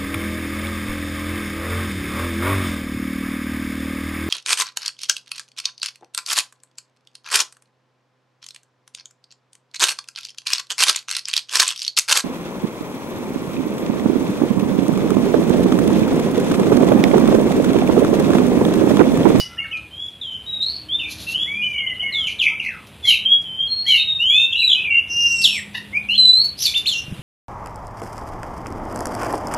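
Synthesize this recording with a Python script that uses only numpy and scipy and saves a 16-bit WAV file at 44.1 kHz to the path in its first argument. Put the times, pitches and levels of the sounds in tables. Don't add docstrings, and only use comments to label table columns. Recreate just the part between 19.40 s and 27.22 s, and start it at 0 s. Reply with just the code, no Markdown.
import sys
import numpy as np
from scipy import signal
from scipy.fft import rfft, irfft
from scipy.io import wavfile
from scipy.ndimage import uniform_filter1d, minimum_filter1d, map_coordinates

SR = 44100
rng = np.random.default_rng(int(sys.argv[2]) if len(sys.argv) > 2 else 0)


def dump_mix(stems):
    frames = np.atleast_2d(stems).T
    limited = np.clip(frames, -1, 1)
    pcm = np.round(limited * 32767).astype(np.int16)
    wavfile.write(sys.argv[1], SR, pcm)


def ratio_of_db(decibels):
    return 10 ** (np.asarray(decibels, float) / 20)


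N = 344862

# (f/Hz, relative level per Hz/dB)
AIR_SPECTRUM = [(1200, -27), (2000, -6), (4000, 14.5), (6000, 9.5), (8000, -16.5), (11000, 8),
                (13000, -21.5), (15500, -11)]


def unit(x):
    return x / np.sqrt(np.mean(x ** 2) + 1e-20)


def along(points, hz):
    f, value = np.transpose(points)
    return np.interp(np.log(hz + 1), np.log(f + 1), value)


def wobble(rate):
    knots = rng.standard_normal(int(N * rate / SR) + 4)
    return map_coordinates(knots, [np.arange(N) * rate / SR])


def noise(spectrum):
    hz = np.fft.rfftfreq(N, 1 / SR)
    white = rfft(rng.standard_normal(N))
    return unit(irfft(white * ratio_of_db(along(spectrum, hz)), N))


def add(track, s, sound):
    part = track[round(s * SR):][:len(sound)]
    part += sound[:len(part)]


def bird():
    # (voice, [(t/s, f/Hz, level before flutter/dB), ..])
    song_parts = [ ("reedy", [(0, 2950, -25), (.1, 2900, -43)]), ("airy", [(0, 5000, -12.5),
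                  (.05, 4700, -56)]), ("bright", [(.168, 1670, -42), (.2, 2170, -40), (.215, 2180, -31),
                  (.26, 2220, -33), (.319, 2180, -45)]), ("clear", [(.178, 3000, -30), (.192, 2786, -21),
                  (.205, 2810, -24), (.215, 2800, -43), (.272, 2740, -37)]), ("airy", [(.24, 1950, -29),
                  (.262, 1410, -47)]), ("airy", [(.311, 2710, -28.5), (.333, 3170, -29.5)]),
                  ("bright", [(.325, 2650, -28), (.353, 2440, -24.5), (.429, 2440, -72)]),
                  ("airy", [(.507, 3060, -43), (.621, 3380, -30), (.68, 3350, -27.5), (.73, 3330, -53),
                  (.762, 3330, -35.5), (.785, 3350, -57)]), ("airy", [(.812, 3790, -24),
                  (.834, 3400, -31.5), (.876, 3110, -30), (.93, 3080, -26.5), (1.04, 3050, -44)]),
                  ("clear", [(1.062, 3780, -35.5), (1.095, 3850, -26.5), (1.19, 3766, -28.5),
                  (1.219, 3740, -20)]), ("rough", [(1.215, 3760, -21), (1.259, 4150, -24.5),
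                  (1.317, 4420, -26.5), (1.439, 4400, -41)]), ("clear", [(1.485, 3050, -34.5),
                  (1.539, 3530, -14.5), (1.572, 3620, -27), (1.658, 3590, -31.5)]),
                  ("rough", [(1.59, 2960, -24), (1.656, 2450, -26.5), (1.698, 2440, -38)]),
                  ("airy", [(1.866, 2690, -32), (1.9, 2720, -27), (1.932, 2720, -28), (1.958, 3010, -20),
                  (1.98, 3200, -29), (2.03, 3385, -19), (2.075, 3380, -28.5), (2.199, 3320, -37)]),
                  ("bright", [(2.055, 1820, -48), (2.085, 2200, -27), (2.199, 2450, -27.5),
                  (2.311, 2380, -29.5), (2.462, 2090, -30), (2.53, 2020, -28.5), (2.548, 2000, -58)]),
                  ("clear", [(2.217, 2770, -27.5), (2.243, 3010, -20), (2.27, 3013, -26.5),
                  (2.31, 2970, -44), (2.36, 2940, -27), (2.44, 2920, -38), (2.55, 2896, -36.5),
                  (2.7, 2900, -26)]), ("clear", [(2.616, 2150, -37), (2.645, 2180, -22), (2.672, 2180, -26),
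                  (2.702, 1880, -42), (2.735, 2150, -28.5), (2.765, 2180, -24.5), (2.82, 2200, -54)]),
                  ("airy", [(2.722, 4270, -27.5), (2.754, 3540, -21), (2.798, 3360, -18.5),
                  (2.863, 2900, -26.5), (2.885, 2330, -24.5), (2.949, 2390, -39)]),
                  ("clear", [(2.775, 1326, -55), (2.85, 1274, -50)]), ("harsh", [(2.87, 3120, -12),
                  (2.89, 2800, -30.5), (2.93, 2980, -29)]), ("rough", [(2.985, 3970, -29),
                  (3.003, 3240, -19), (3.035, 2460, -21.5), (3.075, 2360, -16), (3.119, 2390, -35)]),
                  ("hoarse", [(3.011, 3080, -31), (3.04, 3300, -26), (3.055, 3340, -36),
                  (3.11, 3260, -31.5)]), ("clear", [(3.07, 1300, -59), (3.15, 1300, -49)]),
                  ("clear", [(3.08, 955, -55), (3.14, 938, -48)]), ("rough", [(3.197, 2950, -14),
                  (3.213, 2470, -28.5), (3.283, 2130, -23), (3.312, 1740, -37), (3.36, 1384, -44),
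                  (3.46, 960, -62)]), ("rough", [(3.24, 2450, -34), (3.265, 2655, -25),
                  (3.295, 2526, -24)]), ("hoarse", [(3.625, 3500, -48), (3.65, 3390, -21),
                  (3.67, 3310, -17.5), (3.696, 3060, -11), (3.74, 2777, -15.5), (3.77, 2450, -33),
                  (3.78, 2360, -44)]), ("harsh", [(3.646, 2110, -31.5), (3.769, 2440, -29)]),
                  ("rough", [(3.66, 4250, -32), (3.7, 3990, -24.5), (3.779, 3780, -25)]),
                  ("clear", [(3.851, 3160, -18), (3.867, 3180, -13.5), (3.895, 3270, -24),
                  (3.922, 3300, -9), (3.96, 3300, -16), (3.989, 3300, -30.5)]),
                  ("clear", [(4.031, 3300, -39), (4.06, 3100, -33), (4.17, 3105, -31.5), (4.212, 3210, -15),
                  (4.298, 3290, -36)]), ("clear", [(4.27, 4250, -42), (4.33, 4260, -22),
                  (4.46, 4330, -28)]), ("airy", [(4.452, 1800, -44), (4.49, 2300, -26.5),
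                  (4.522, 2180, -31), (4.56, 2260, -21.5)]), ("hoarse", [(4.462, 3130, -25.5),
                  (4.485, 3290, -16.5), (4.53, 2940, -10.5), (4.584, 2730, -17.5), (4.62, 2530, -32)]),
                  ("rough", [(4.465, 4260, -27.5), (4.53, 4000, -24), (4.58, 4270, -31),
                  (4.63, 4030, -30.5)]), ("clear", [(4.572, 3710, -24), (4.6, 3720, -19),
                  (4.64, 3775, -23.5), (4.723, 3720, -16), (4.76, 3700, -29), (4.879, 3700, -60)]),
                  ("bright", [(4.785, 2590, -43.5), (4.805, 2750, -16.5), (4.849, 3030, -15.5),
                  (4.93, 3407, -14), (4.995, 3610, -14), (5.059, 3630, -14.5)]),
                  ("bright", [(4.9, 2300, -36), (4.935, 2454, -21.5), (5.007, 2660, -17),
                  (5.076, 2677, -23.5), (5.12, 2740, -38.5), (5.145, 2766, -20.5), (5.184, 2870, -21.5),
                  (5.218, 2730, -19), (5.238, 2390, -17)]), ("rough", [(5.1, 3010, -50), (5.132, 3310, -19),
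                  (5.168, 3360, -44)]), ("bright", [(5.15, 3630, -48), (5.18, 3930, -25),
                  (5.246, 3960, -10.5), (5.272, 3940, -15.5), (5.31, 3330, -13), (5.35, 3120, -16),
                  (5.4, 3000, -32)]), ("bright", [(5.312, 2500, -71), (5.375, 2560, -21.5),
                  (5.43, 2550, -27)]), ("clear", [(5.436, 3010, -28), (5.45, 2520, -19),
                  (5.519, 2250, -25.5), (5.569, 2110, -28.5)]), ("clear", [(5.501, 2740, -19.5),
                  (5.571, 2780, -9), (5.599, 2770, -9.5)]), ("reedy", [(5.681, 2750, -48),
                  (5.705, 2770, -23), (5.8, 2820, -16.5), (5.92, 2770, -15.5), (5.96, 2750, -21),
                  (6.048, 2700, -26.5)]), ("rough", [(5.85, 7700, -47), (5.99, 7940, -28), (6.1, 7420, -44),
                  (6.185, 7970, -27.5)]), ("harsh", [(6.015, 5100, -14), (6.036, 4400, -22),
                  (6.048, 3677, -2.5), (6.064, 3050, -10.5), (6.098, 2760, -22.5), (6.15, 2490, -27),
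                  (6.2, 1820, -31)]), ("rough", [(6.03, 5200, -26), (6.06, 3880, -27), (6.1, 3300, -24.5),
                  (6.16, 2970, -40)]), ("buzzy", [(6.338, 870, -61.5), (6.354, 918, -43), (6.372, 955, -50),
                  (6.399, 884, -68)]), ("bright", [(6.525, 2040, -38), (6.551, 2270, -21),
                  (6.579, 2480, -16.5), (6.61, 2420, -47), (6.679, 2470, -42)]),
                  ("airy", [(6.687, 2650, -20), (6.703, 2770, -17), (6.747, 3070, -19),
                  (6.765, 3530, -19.5)]), ("airy", [(6.701, 4040, -34.5), (6.733, 4190, -33.5),
                  (6.769, 4200, -20.5)]), ("bright", [(6.777, 4080, -6.5), (6.896, 3980, -11.5),
                  (6.94, 4040, -13), (6.968, 4058, -8.5), (6.985, 4190, -14.5), (7.02, 4370, -14),
                  (7.078, 4430, -28), (7.1, 4400, -58)]), ("shrill", [(7.175, 4650, -29.5),
                  (7.202, 5340, -22.5), (7.224, 5940, -14.5), (7.26, 6150, -28)]),
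                  ("shrill", [(7.222, 4690, -23), (7.254, 4640, -13), (7.273, 3570, -17.5),
                  (7.298, 3510, -26), (7.335, 3500, -38)]), ("harsh", [(7.25, 3030, -32),
                  (7.275, 2400, -33.5), (7.325, 2400, -41)]), ("hoarse", [(7.336, 1914, -26),
                  (7.35, 3480, -20), (7.36, 3585, -19), (7.375, 3550, -18), (7.405, 3548, -30),
                  (7.44, 3500, -56)]), ("harsh", [(7.34, 2624, -43), (7.37, 2770, -22.5),
                  (7.42, 2960, -58)]), ("shrill", [(7.455, 2050, -26.5), (7.47, 3885, -18.5),
                  (7.478, 4450, -13.5), (7.491, 3590, -15.5), (7.523, 3270, -25)]),
                  ("reedy", [(7.523, 3120, -20), (7.55, 2723, -25), (7.595, 2800, -21),
                  (7.622, 2800, -48)]), ]
    # [(t/s, f/Hz, level before flutter/dB), ..]
    far_notes = [
        [(0, 2042, -49), (.17, 2026, -53)],
        [(.052, 1362, -53), (.2, 1357, -46), (.23, 1323, -51), (.4, 1310, -52)],
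    ]
    # (t from its start/s, f/Hz)
    flick_path = [(0, 2884), (.014, 2981), (0.022, 3154), (.032, 2947), (0.046, 2816)]
    # (t/s, level before flutter/dB)
    flick_starts = [(2.367, -25.5), (2.461, -22.5), (2.592, -24.5)]
    voices = {"clear": (-47.5, -51, -52.5, 0.26), "bright": (-31, -39.5, -60.5, 0.18),
              "reedy": (-5.5, -34, -25, 0.05), "airy": (-34.5, -44, -30, 0.43),
              "rough": (-32.5, -46.5, -28, 1.9), "harsh": (-19, -36.5, -14.5, .4),
              "hoarse": (-29.5, -42, -18, 0.3), "shrill": (-18.5, -36.5, -11, 0.34),
              "buzzy": (15, 15, 8, 0.7)}

    tremor = (wobble(350) + 1j * wobble(350)) * ratio_of_db(2.5 * wobble(120))
    tremor /= np.sqrt(np.mean(np.abs(tremor) ** 2))
    breath = unit(noise(AIR_SPECTRUM) * ratio_of_db(5 * wobble(120)))
    swing, pulsing = warble()

    parts = list(song_parts)
    for start, db in flick_starts:
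        parts.append(("clear", [(start + s, hz, db) for s, hz in flick_path]))
    parts += [("clear", far) for far in far_notes]

    song = np.zeros(N)
    for voice, path in parts:
        add(song, path[0][0], glide(path, *voices[voice], breath, tremor, swing))
    return song * pulsing * ratio_of_db(1.3 * wobble(70))


def glide(path, octave_db, upper_db, rasp_db, rough, breath, tremor, swing):
    fall_db = 5
    attack_s, release_s = 0.0048, 0.0028
    s, hz, db = np.transpose(path)
    t = np.arange(s[0], s[-1], 1 / SR)
    span = slice(round(s[0] * SR), round(s[0] * SR) + len(t))

    pitch = uniform_filter1d(np.interp(t, s, hz), size=200, mode="nearest") + swing[span]
    spin = np.exp(2j * np.pi * np.cumsum(pitch) / SR)
    upper = 0
    for k in range(3):
        audible = (k + 3) * pitch < SR / 2.5
        upper = upper + ratio_of_db(-fall_db * k) * spin ** (k + 3) * audible
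    tone = spin + ratio_of_db(octave_db) * spin ** 2 + ratio_of_db(upper_db) * upper

    rough = np.clip(rough, 0, 1)
    membrane = np.sqrt(1 - rough ** 2) + rough * tremor[span]
    voiced = np.sqrt(2) * np.imag(tone * membrane)

    attack = (t - s[0] + (s[0] == 0)) / attack_s
    edges = np.clip(np.minimum(attack, (s[-1] - t) / release_s), 0, 1)
    return ratio_of_db(np.interp(t, s, db)) * edges * (voiced + ratio_of_db(rasp_db) * breath[span])


def warble():
    # (start t/s, end t/s, mean rate f/Hz, pitch swing/Hz)
    warbles = [(2.33, 2.415, 50.4, 60), (2.86, 2.918, 72.3, 120), (3.037, 3.114, 54, 138),
               (3.236, 3.3, 55, 90.5), (3.695, 3.768, 46.7, 148), (4.524, 4.607, 49.7, 81),
               (5.11, 5.211, 50, 107), (5.276, 5.367, 59.7, 233), (5.381, 5.488, 50.3, 91),
               (6.065, 6.115, 69.7, 122.5), (7.262, 7.303, 76.8, 110), (7.482, 7.544, 62.3, 88)]
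    swing, gain = np.zeros(N), np.ones(N)
    unsteady = 1 + 0.22 * wobble(40)
    for start, end, rate_hz, swing_hz in warbles:
        span = slice(round(start * SR), round(end * SR))
        turn = 2 * np.pi * np.cumsum(rate_hz * unsteady[span]) / SR
        fade = signal.windows.tukey(len(turn), .3)
        swing[span] = swing_hz * fade * np.sin(turn)
        gain[span] = 1 + np.minimum(swing_hz / 350, .9) * fade * np.cos(turn)
    return swing, gain


def cage():
    # (t/s, length/s, peak level before flutter/dB)
    rustles = [(0, 0.02, -27.5), (1.673, 0.091, -32), (1.748, 0.14, -36), (1.854, 0.11, -34),
               (2.126, 0.32, -51.5)]
    # (t/s, crack level before a 10 dB lift/dB, initial knock level/dB)
    claw_ticks = [(0.3735, -39, -42), (2.6314, -44, -32), (3.4715, -42.5, -55), (4.0194, -41, -51),
                  (6.047, -59, -55), (7.049, -28, -41)]
    swell, ticks = np.zeros(N), np.zeros(N)
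    for s, length, db in rustles:
        add(swell, s, ratio_of_db(db) * np.hanning(round(length * SR)) ** 1.1)
    rustling = swell * noise(AIR_SPECTRUM) * ratio_of_db(1.73 * wobble(150))

    t = np.arange(SR // 20) / SR
    air = noise(AIR_SPECTRUM)
    for s, db, knock_db in claw_ticks:
        knock = ratio_of_db(knock_db - 60 * t / 0.021) * np.sin(2 * np.pi * 700 * t)
        crack = ratio_of_db(db + 10 - 60 * t / 0.0028) * air[round(s * SR):][:len(t)]
        add(ticks, s, crack + knock)
    return rustling + ticks


def posts(near):
    # (delay t/s, level re the sound so far/dB)
    reflections = [(.007, -12), (.016, -14), (.027, -24), (.041, -22), (.058, -37.5)]
    for delay, db in reflections:
        add(near, delay, ratio_of_db(db) * near.copy())
    return near


def fences(x):
    # (f/Hz, time to fall by 60 dB/s)
    ringing = [(500, 0.2), (2000, 0.4), (4000, 0.3), (5500, 0.23), (9000, 0.28)]
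    hz, t, z = signal.stft(rng.standard_normal((3, SR // 2)), SR, nperseg=256)
    decay = ratio_of_db(-60 * t / along(ringing, hz)[:, None])
    tails = signal.istft(z * decay, SR, nperseg=256)[1]
    tails = tails / np.linalg.norm(tails[0])

    turn = 2 * np.pi * np.arange(N) / SR * 1.3
    shares = np.sqrt(2 / 3) * np.abs(np.cos(turn + np.pi / 3 * np.arange(3)[:, None]))
    late = np.pad(x * shares, ((0, 0), (400, 0)))
    return signal.fftconvolve(late, tails, axes=1).sum(axis=0)[:N]


def engine():
    # (t/s, initial level/dB)
    puffs = [(7.607, -40), (7.644, -31), (7.682, -24.5), (7.714, -22.5), (7.724, -15.5), (7.76, -40),
             (7.793, -22)]
    base_hz, hz_per_db = 196, 2
    putter, t = np.zeros(N), np.arange(SR // 20) / SR
    for s, db in puffs:
        tone = np.sin(2 * np.pi * (base_hz + hz_per_db * db) * t)
        add(putter, s, ratio_of_db(db - 60 * t / 0.053) * tone)
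    return putter


def traffic():
    # (f/Hz, relative level per Hz/dB)
    road_spectrum = [(25, -44), (45, -15), (62, 7), (90, 6.5), (180, 2.5), (330, -4), (900, -10.5),
                     (1300, -13), (2100, -13.5), (2500, -8.5), (3400, -9), (6000, -30.5), (9600, -21),
                     (15400, -35)]
    # (t/s, level before wavering/dB)
    road_level = [(0, -45), (.7, -48.5), (1.6, -42.5), (3.5, -44.5), (5.2, -45), (6.3, -42.5), (6.9, -45),
                  (7.82, -40.5)]
    # (start t/s, end t/s, mean f/Hz, peak level before wavering/dB)
    drones = [(0, .9, 316, -54.5), (1.0, 2.602, 311.6, -48), (2.001, 2.6, 204, -45),
              (2.5, 4.892, 208, -50.5), (5.4, 7.4, 204, -44)]
    s, level = np.transpose(road_level)
    level_db = np.interp(np.arange(N) / SR, s, level) + 1.0 * wobble(5)
    rumble = ratio_of_db(level_db) * noise(road_spectrum)
    for start, end, hz, db in drones:
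        length = round((end - start) * SR)
        phase = 2 * np.pi * np.cumsum(hz + 1.5 * wobble(3)) / SR
        drone = ratio_of_db(db + 4.3 * wobble(8.06)) * np.sin(phase)
        add(rumble, start, drone[:length] * np.hanning(length))
    return rumble


def scene():
    near = posts(bird() + cage())
    return np.tile(near + ratio_of_db(-7.0) * fences(near) + engine() + traffic(), (2, 1))


def limiter(x):
    needed = np.minimum(1, .95 / (np.abs(x) + 1e-9))
    held = minimum_filter1d(needed, size=401)
    return x * uniform_filter1d(held, size=201)


def band_level(z, edges, size):
    width = np.diff(edges, append=len(z))
    power = np.add.reduceat(np.abs(z) ** 2, edges, axis=0) / width[:, None]
    power = np.abs(uniform_filter1d(power, size=size, axis=1))
    return np.repeat(np.sqrt(power), width, axis=0)


def rebuilt_treble(x):
    band_edges = [4600, 5200, 6200, 7300, 8350, 9500, 10600, 11900, 13100, 14300, 15500]
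    copy_hz = 3750
    mask_db, mask_hz = -30, 3300
    boost_db, hiss = 8, 0.94

    hz, t, z = signal.stft(x, SR, nperseg=588, noverlap=441)
    edges = np.searchsorted(hz, [0, *band_edges])
    split, step = edges[1], round(copy_hz / hz[1])
    wanted = band_level(z, edges, size=4)

    narrow = band_level(z, np.arange(0, len(hz), step=3), size=8)
    heard = narrow > ratio_of_db(mask_db) * narrow.max(axis=0)
    z = z * (heard | (hz < mask_hz)[:, None])

    source = split - step + (np.arange(len(hz)) - split) % step
    copy = z[source] * np.exp(2j * np.pi * np.outer(hz - hz[source], t))
    copy /= (narrow[source] + 1e-9) ** .4

    gain = wanted / (band_level(copy, edges, size=4) + 1e-9)
    ceiling = ratio_of_db(boost_db) * np.median(gain[split:edges[-1]], axis=0)
    hissing = hiss * wanted * np.exp(2j * np.pi * rng.random(z.shape))
    filled = copy * np.minimum(gain, ceiling) + hissing
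    z[split:] = filled[split:]
    z[hz > band_edges[-1]] = 0
    return signal.istft(z, SR, nperseg=588, noverlap=441)[1][:N]


def thin_tone():
    # (t/s, f/Hz, level/dB)
    tone_path = [(5.981, 5440, -25.5), (6.022, 5440, -29), (6.15, 5440, -32), (6.3, 5440, -72)]
    thin, still = np.zeros(N), np.zeros(N)
    add(thin, tone_path[0][0], glide(tone_path, -80, -80, -80, 0, still, still, still))
    return thin


def top_cut(x):
    return signal.sosfilt(signal.butter(12, 15570, fs=SR, output="sos"), x)


def record(dry):
    mono = rebuilt_treble(limiter(dry[0])) + thin_tone()
    return top_cut(np.tile(mono, (2, 1)))


dry = scene()
out = record(dry)
dump_mix(out)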